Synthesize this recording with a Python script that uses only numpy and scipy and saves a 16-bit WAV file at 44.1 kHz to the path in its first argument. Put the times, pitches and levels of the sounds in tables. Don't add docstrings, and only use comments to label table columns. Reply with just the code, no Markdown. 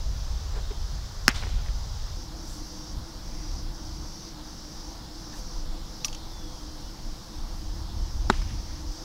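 import sys
import numpy as np
from scipy import signal
from scipy.io import wavfile
from scipy.ndimage import uniform_filter1d

SR = 44100
rng = np.random.default_rng(int(sys.argv[2]) if len(sys.argv) > 2 else 0)


def natural_amplitude(level_db):
    exponent = np.asarray(level_db, float) / 20
    return 10 ** exponent


def store_wav(level_fs):
    pcm = np.round(np.clip(np.atleast_2d(level_fs), -1, 1) * 32767)
    wavfile.write(sys.argv[1], SR, pcm.T.astype(np.int16))


N = 398663
CUT_S = 2.17


def evened(x):
    return x / np.sqrt(np.mean(x ** 2) + 1e-20)


def read(points, hz):
    f, value = np.transpose(points)
    return np.interp(np.log(hz + 1), np.log(f + 1), value)


def add(mix, start_s, sound):
    part = mix[round(start_s * SR):][:len(sound)]
    part += sound[:len(part)]


def resonate(x, hz, width_hz):
    turn = np.exp(2j * np.pi * np.cumsum(hz * np.ones(len(x))) / SR)
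    r = np.exp(-np.pi * width_hz / SR)
    return 2 * (turn * signal.lfilter([1 - r], [1, -r], x / turn + 1e-18)).real


def drift(length_s, count=N):
    span = max(int(length_s * SR), 1)
    noise = rng.standard_normal(count)
    return evened(uniform_filter1d(uniform_filter1d(noise, span), span))


def strikes(blows, modes, order):
    out, t = np.zeros(N), np.arange(SR // 8) / SR
    for start_s, db, dull_db in blows:
        ring = np.zeros(len(t))
        for hz, mode_db, crest_s in modes:
            level = natural_amplitude(mode_db - dull_db * np.log2(hz / 1500))
            swell = (t / crest_s * np.exp(1 - t / crest_s)) ** order
            ring += level * swell * np.cos(2 * np.pi * hz * (t - crest_s))
        add(out, start_s, -natural_amplitude(db) * ring)
    return out


# start in seconds, level in dB, dullness in dB per octave.
FAR_BLOWS = [
    (1.2801, -1.5, 1.2),
    (1.2885, -17, 1.2),
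]
NEAR_BLOWS = [
    (8.2981, -16, 2),
    (8.3002, -.7, 2.9),
    (8.3063, -17, 4),
]
# frequency in Hz, level in dB, time to the crest in seconds.
FAR_MITT = [(227, -16.5, 0.004), (380, -26, 0.0013), (790, -16, 0.00092), (1600, 0.5, 0.000885),
            (2770, -6.5, .0008), (4490, -5, 0.00096), (5340, -0.5, 0.00103), (6500, -4.5, 0.000757),
            (8250, -11, 0.00078), (10000, -14, 0.00077), (12000, -13, 0.00068), (14800, -23, 0.00061)]
NEAR_MITT = [(810, -10, 0.00056), (1300, -4.5, 0.0007), (3860, -10.5, 0.00057), (5170, -14, 0.00052),
             (7260, -15.5, .0005), (10200, -24, .0005), (13500, -42, .0005)]


def catches():
    return strikes(FAR_BLOWS, FAR_MITT, order=4) + strikes(NEAR_BLOWS, NEAR_MITT, order=4)


# start in seconds, level in dB, dullness in dB per octave.
PALM_BLOW = [
    (8.2985, 0, 0),
]
POCKET_BLOW = [
    (8.3012, -25, 0),
]
# frequency in Hz, level in dB, time to the crest in seconds.
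PALM = [(324, -13.5, 0.003), (190, -20.5, 0.0037)]
POCKET = [(3900, 0.5, .002), (2400, -6, .0015), (370, 4, .005), (230, 1.5, .005), (950, 5, .002)]


def palm_and_pocket():
    return strikes(PALM_BLOW, PALM, order=4) + strikes(POCKET_BLOW, POCKET, order=2)


# start in seconds, level in dB, dullness in dB per octave.
PINGS = [
    (6.0455, -19, 2),
    (6.0467, -13.5, 0.6),
]
# frequency in Hz, level in dB, time to the crest in seconds.
BAT = [(1200, -21, 0.0052), (2900, -5.5, 0.00047), (3500, -8, 0.00042), (4350, -12, .0005),
       (5200, -7, .0005), (5720, -0.5, 0.00061), (7000, -20, .0006)]


def bat():
    return strikes(PINGS, BAT, order=1)


# start in seconds, level in dB, dullness in dB per octave.
FOOTFALL = [
    (.704, -36, 0),
]
# frequency in Hz, level in dB, time to the crest in seconds.
MOUND = [(410, 0.5, .008), (250, -9, .008)]


def footfall():
    return strikes(FOOTFALL, MOUND, order=2)


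def burst(out, start_s, rise_s, t60_s, hz, width_hz, db):
    t = np.arange(SR // 2) / SR
    noise = rng.standard_normal(len(t))[:int(1.5 * t60_s * SR)]
    noise = resonate(resonate(noise, hz, width_hz), hz, 2 * width_hz)
    noise = evened(resonate(noise, hz / 2, 2 * hz))
    envelope = (1 - np.exp(-t / rise_s)) * natural_amplitude(db - 60 * t / t60_s)
    add(out, start_s, noise * envelope[:len(noise)])


# start in seconds, level in dB, centre in Hz, width in Hz, t60 in seconds.
RASPS = [(1.282, -22, 5500, 4000, 0.015), (1.2802, -14, 1710, 1500, 0.016), (1.289, -28, 1810, 1600, 0.13),
         (6.0462, -35, 10000, 8000, 0.081), (6.046, -34, 2700, 1200, 0.035), (6.049, -20, 5650, 900, 0.033),
         (8.3018, -19, 1200, 1400, .025), (8.3018, -32, 4600, 1500, 0.024), (8.302, -34, 6500, 2500, 0.014),
         (8.301, -42, 9000, 9000, 0.044), (8.307, -35, 1500, 2000, .05)]


def rasps():
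    out = np.zeros(N)
    for start_s, db, hz, width_hz, t60_s in RASPS:
        burst(out, start_s, .0012, t60_s, hz, width_hz, db)
    return out


# start in seconds, level in dB, centre in Hz.
ECHOES = [(1.2955, -30, 3200), (1.304, -32, 3000), (1.313, -35, 5500), (1.342, -38, 3000),
          (1.36, -31, 5800), (1.292, -31, 6500), (1.4245, -29, 1300), (1.4345, -27, 1200),
          (1.465, -40, 1800), (1.468, -33, 1200), (1.66, -36, 2000), (1.684, -37, 1800), (8.325, -33, 2600),
          (8.337, -32, 1600), (8.351, -41, 1600), (8.416, -33, 1500), (8.418, -34, 4600),
          (8.506, -39, 2000)]


def catch_echoes():
    out = np.zeros(N)
    for start_s, db, hz in ECHOES:
        burst(out, start_s, .0012, .023, hz, 1600, db)
    return out


# start in seconds, level in dB.
BAT_ECHOES = [
    (6.0812, -30.5),
    (6.1275, -32),
    (6.147, -33),
]
# centre in Hz, width in Hz, level in dB.
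BAT_ECHO_BANDS = [(2950, 800, -2), (5900, 1000, 0.5)]


def bat_echoes():
    out = np.zeros(N)
    for start_s, db in BAT_ECHOES:
        for hz, width_hz, band_db in BAT_ECHO_BANDS:
            burst(out, start_s, .0012, .024, hz, width_hz, db + band_db)
    return out


# start in seconds, rise in seconds, t60 in seconds, centre in Hz, width in Hz, level in dB.
FOLIAGE = [
    (1.34, 0.013, 0.36, 3900, 2600, -33.5),
    (1.338, 0.0091, 0.37, 1200, 1200, -41.5),
    (1.38, 0.073, 0.83, 3200, 3040, -39),
    (1.411, .02, .25, 950, 700, -44),
    (6.059, .01, 0.36, 5000, 6000, -50),
    (8.311, 0.027, 0.6, 3600, 3600, -40),
    (8.461, 0.03, 0.54, 2490, 2500, -45.5),
]


def foliage():
    out = np.zeros(N)
    for start_s, rise_s, t60_s, hz, width_hz, db in FOLIAGE:
        burst(out, start_s, rise_s, t60_s, hz, width_hz, db)
    return out


# start in seconds, end in seconds, top effort in dB, blur from neighbours as noise over clicks.
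PHRASES = [(-.2, .52, -52, 2.5), (.7, .95, -52, 2.5), (1.05, 1.5, -52, 2.5), (1.61, 2.1, -51, 2.5),
           (2.18, 2.22, -46, .8), (2.38, 2.91, -47, .75), (3.04, 3.15, -52, .8), (3.26, 3.6, -47, .85),
           (3.75, 4.29, -47, .7), (4.46, 4.93, -48.5, 1.4), (5.16, 5.6, -47.5, 1.6), (5.86, 6.1, -50, 1.4),
           (6.3, 6.73, -52, 1.8), (6.8, 7.8, -55, 1.8), (7.98, 8.8, -49.5, 1.8), (8.88, 9.2, -45.5, 1.8)]


def phrasing(swell_db=3.0, start_db_per_s=250, stop_db_per_s=230):
    start, end, top_db, blur = np.transpose(PHRASES)[:, :, None]
    t = np.arange(0, N / SR, .002)
    db = top_db - swell_db * np.clip((end - t) / (end - start), 0, 1)
    db = db - start_db_per_s * np.maximum(start - t, 0) - stop_db_per_s * np.maximum(t - end, 0)
    sample_s = np.arange(N) / SR
    effort_db = np.interp(sample_s, t, db.max(axis=0))
    return effort_db, np.interp(sample_s, t, blur[db.argmax(axis=0), 0])


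# frequency in Hz, width in Hz, level in dB.
BODY = [(4790, 290, 1), (5055, 220, 6), (5610, 330, 6), (6000, 330, 2.5)]


def cicada(sag=0.28, resting_db=-57, clicks_hz=310):
    effort_db, blur = phrasing()
    slack = np.clip((resting_db - effort_db) / 6, 0, 1)
    turns = np.cumsum(clicks_hz * (1 + .011 * drift(.02))) / SR
    clicks = np.diff(np.floor(turns), prepend=0) * natural_amplitude(1.5 * rng.standard_normal(N))
    drive = (evened(clicks) + blur * rng.standard_normal(N)) / np.sqrt(1 + blur ** 2)
    pitch = 1 - sag * slack
    body = np.zeros(N)
    for hz, width_hz, db in BODY:
        once = resonate(drive, hz * pitch, width_hz)
        body += natural_amplitude(db) * resonate(once, hz * pitch, 2 * width_hz)
    return natural_amplitude(np.maximum(effort_db, resting_db - 0.5)) * evened(body)


# time in seconds, pitch in Hz, level in dB.
NOTES = [
    [(4.94, 4700, -61), (4.97, 4100, -60)],
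    [(5.14, 3700, -58), (5.162, 4600, -55)],
    [(5.235, 3600, -58), (5.255, 4400, -55)],
    [(5.315, 3200, -62), (5.335, 3900, -62)],
    [(6.0, 3500, -59), (6.04, 4150, -54), (6.08, 4520, -55), (6.16, 4520, -55), (6.185, 4450, -66),
     (6.22, 4250, -55), (6.25, 4000, -55)],
    [(6.3, 3900, -55), (6.325, 3520, -57), (6.42, 3420, -58), (6.55, 3290, -62), (6.7, 3120, -64),
     (6.78, 3050, -70), (6.93, 2940, -68)],
]


def bird():
    out = np.zeros(N)
    for rows in NOTES:
        s, hz, db = np.transpose(rows)
        t = np.arange(s[0], s[-1], 1 / SR)
        waver = 1 + .006 * drift(.006, count=len(t))
        fade = signal.windows.tukey(len(t), min(.012 / (s[-1] - s[0]), 1))
        tone = np.sin(2 * np.pi * np.cumsum(np.interp(t, s, hz) * waver) / SR) * fade
        level_db = np.interp(t, s, db) + 1.8 * drift(.008, count=len(t))
        add(out, s[0], np.sqrt(2) * tone * natural_amplitude(level_db))
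    return out


# start in seconds, length in seconds, centre in Hz, width in Hz, level in dB.
SCUFFS = [(0.49, 0.16, 670, 1500, -45.5), (.545, 0.07, 420, 65, -46), (.703, 0.022, 380, 120, -45),
          (0.701, .025, 1800, 2500, -50), (2.376, 0.3, 6900, 8500, -54), (2.618, 0.1, 11000, 5000, -63),
          (2.93, .1, 11000, 6000, -62), (5.31, 0.054, 1650, 430, -52), (3.15, .5, 2100, 1300, -59.5),
          (8.55, 0.37, 1750, 1200, -58), (2.42, .2, 7400, 1500, -56), (6.2, 0.22, 640, 600, -60),
          (5.31, 0.13, 5800, 9600, -52), (7.52, 0.13, 11500, 5000, -65), (8.878, .16, 7500, 3000, -61)]


def scuffs():
    out = np.zeros(N)
    for start_s, length_s, hz, width_hz, db in SCUFFS:
        noise = rng.standard_normal((2, SR // 2))[:, :int(length_s * SR)]
        grains = noise[0] * natural_amplitude(2.1 * evened(uniform_filter1d(noise[1], 60)))
        rub = evened(resonate(resonate(grains, hz, width_hz), hz, width_hz))
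        add(out, start_s, natural_amplitude(db) * rub * np.hanning(len(grains)))
    return out


# start in seconds, length in seconds, level in dB, brightness in dB per octave.
GUSTS = [ (0.03, .3, -29, 1.5), (.42, .24, -31, 1), (.78, .02, -32, 2), (.88, .15, -31, 2),
         (1.08, .2, -34, 1), (1.38, .14, -26, 2), (1.57, .2, -28, 1), (1.84, .03, -31, 1),
         (1.94, .2, -31, 1), (2.26, .5, -41, 1), (2.93, .05, -35, 7), (3.17, .2, -38, -1),
         (3.42, .25, -33.5, 4), (3.8, .22, -38, 5), (4.97, .04, -40, -5), (5.36, .06, -36, -9),
         (5.58, .23, -32.5, -7), (6.13, .15, -36, -7), (6.38, .52, -39, -4), (7.04, .04, -35, -9),
         (7.4, .2, -33, -4), (7.68, .12, -31, -1), (7.9, .14, -31, 3), (8.14, .06, -26, 1),
         (8.27, .07, -24, 0), (8.42, .1, -27.5, 3), (8.6, .26, -33, -1)]


def gusts(t, calm_db=-42.5, calm_brightness=-1.5, rise_s=.035, fall_s=.055):
    start, length, db, bright = np.transpose(GUSTS)[:, :, None]
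    edge = np.maximum((start - t) / rise_s, 0) + np.maximum((t - start - length) / fall_s, 0)
    power = natural_amplitude(db) ** 2 * np.exp(-edge ** 2)
    calm = natural_amplitude(calm_db) ** 2
    total = calm + power.sum(axis=0)
    return total, (calm * calm_brightness + (power * bright).sum(axis=0)) / total


# frequency in Hz, level in dB per Hz.
WIND = [(8.8, -27), (15, 1.5), (33, 2), (57, -4), (89, -12), (171, -30.5), (200, -30.5), (231, -37),
        (260, -37), (340, -40), (570, -120)]


def wind(lumpy_db=0.3):
    hz, t, z = signal.stft(rng.standard_normal(N), SR, nperseg=4096, noverlap=3584)
    brightness = gusts(t)[1]
    shape = natural_amplitude(read(WIND, hz)[:, None] + np.log2(hz + 10)[:, None] * brightness)
    shape /= np.linalg.norm(shape, axis=0)
    rumble = evened(signal.istft(z * shape, SR, nperseg=4096, noverlap=3584)[1][:N])
    steps = np.arange(0, N / SR, .005)
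    level = np.interp(np.arange(N) / SR, steps, np.sqrt(gusts(steps)[0]))
    return rumble * level * natural_amplitude(lumpy_db * drift(0.034))


# frequency in Hz, width in Hz, level in dB.
HUM = [(305.2, 9.3, -52.5), (326.4, 16.4, -54), (500, 13.6, -62.5)]


def hum():
    noise, bands = rng.standard_normal(N), np.zeros(N)
    for hz, width_hz, db in HUM:
        bands += natural_amplitude(db) * evened(resonate(resonate(noise, hz, width_hz), hz, 2 * width_hz))
    return bands * (np.arange(N) / SR > CUT_S)


# frequency in Hz, level in dB per Hz.
AIR_MOUND = [(60, -24), (100, 7), (200, -21.5), (450, -17.5), (900, -15.5), (1500, -22), (2500, -29.5),
             (3500, -21.5), (4400, -20), (5200, -17), (6400, -24), (7400, -28.5), (8700, -37), (15700, -39)]
AIR_PLATE = [(60, -27), (100, -2), (200, -4.5), (400, -18), (580, -15.5), (900, -13), (1400, -20),
             (2500, -29.5), (3400, -22.5), (4400, -19), (5300, -15.5), (6400, -24), (8600, -34),
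             (15700, -37)]
# frequency in Hz, left-right likeness from 0 to 1.
LIKENESS = [(230, 1), (500, .9985), (1300, 1), (2400, .99), (3500, 1), (7600, 1), (8600, .5), (11000, .3),
            (15500, .25)]


def air(patchy_db=0.96, mound_db=-43, plate_db=-43.5):
    frames, hz = N // 256 + 5, np.fft.rfftfreq(1024, 1 / SR)
    a, b, c, patches = rng.standard_normal((frames, 513, 4)).T
    d = rng.standard_normal((frames, 513)).T
    patches = evened(uniform_filter1d(uniform_filter1d(patches, 12, 0), 14, 1))
    mound, plate = natural_amplitude(read(AIR_MOUND, hz)), natural_amplitude(read(AIR_PLATE, hz))
    mound *= natural_amplitude(mound_db) / np.linalg.norm(mound[hz > 200])
    plate *= natural_amplitude(plate_db) / np.linalg.norm(plate[hz > 200])
    at_plate = np.arange(frames) * 256 / SR > CUT_S
    colour = np.where(at_plate, plate[:, None], mound[:, None])
    likeness = read(LIKENESS, hz)
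    apart = np.sqrt((1 - np.clip(likeness, 0, 1)) / (1 + likeness))[:, None]
    mid, side = a + 1j * b, apart * (c + 1j * d)
    z = np.array([mid + side, mid - side]) * colour * natural_amplitude(patchy_db * patches)
    return signal.istft(z, nperseg=1024, noverlap=768)[1][:, :N] * np.sqrt(.75)


def scene():
    blows = catches() + palm_and_pocket() + bat() + footfall()
    returns = rasps() + catch_echoes() + bat_echoes() + foliage()
    creatures = cicada() + bird()
    return air() + wind() + hum() + creatures + scuffs() + returns + blows


def roll_off(x):
    return signal.sosfilt(signal.butter(12, 16830, fs=SR, output="sos"), x)


def record(dry):
    edge = signal.firwin(511, 15800, window=("kaiser", 9), fs=SR)[None]
    mix = np.clip(signal.oaconvolve(dry, edge, "same"), -1, 1)
    return roll_off(mix)


dry = scene()
out = record(dry)
store_wav(out)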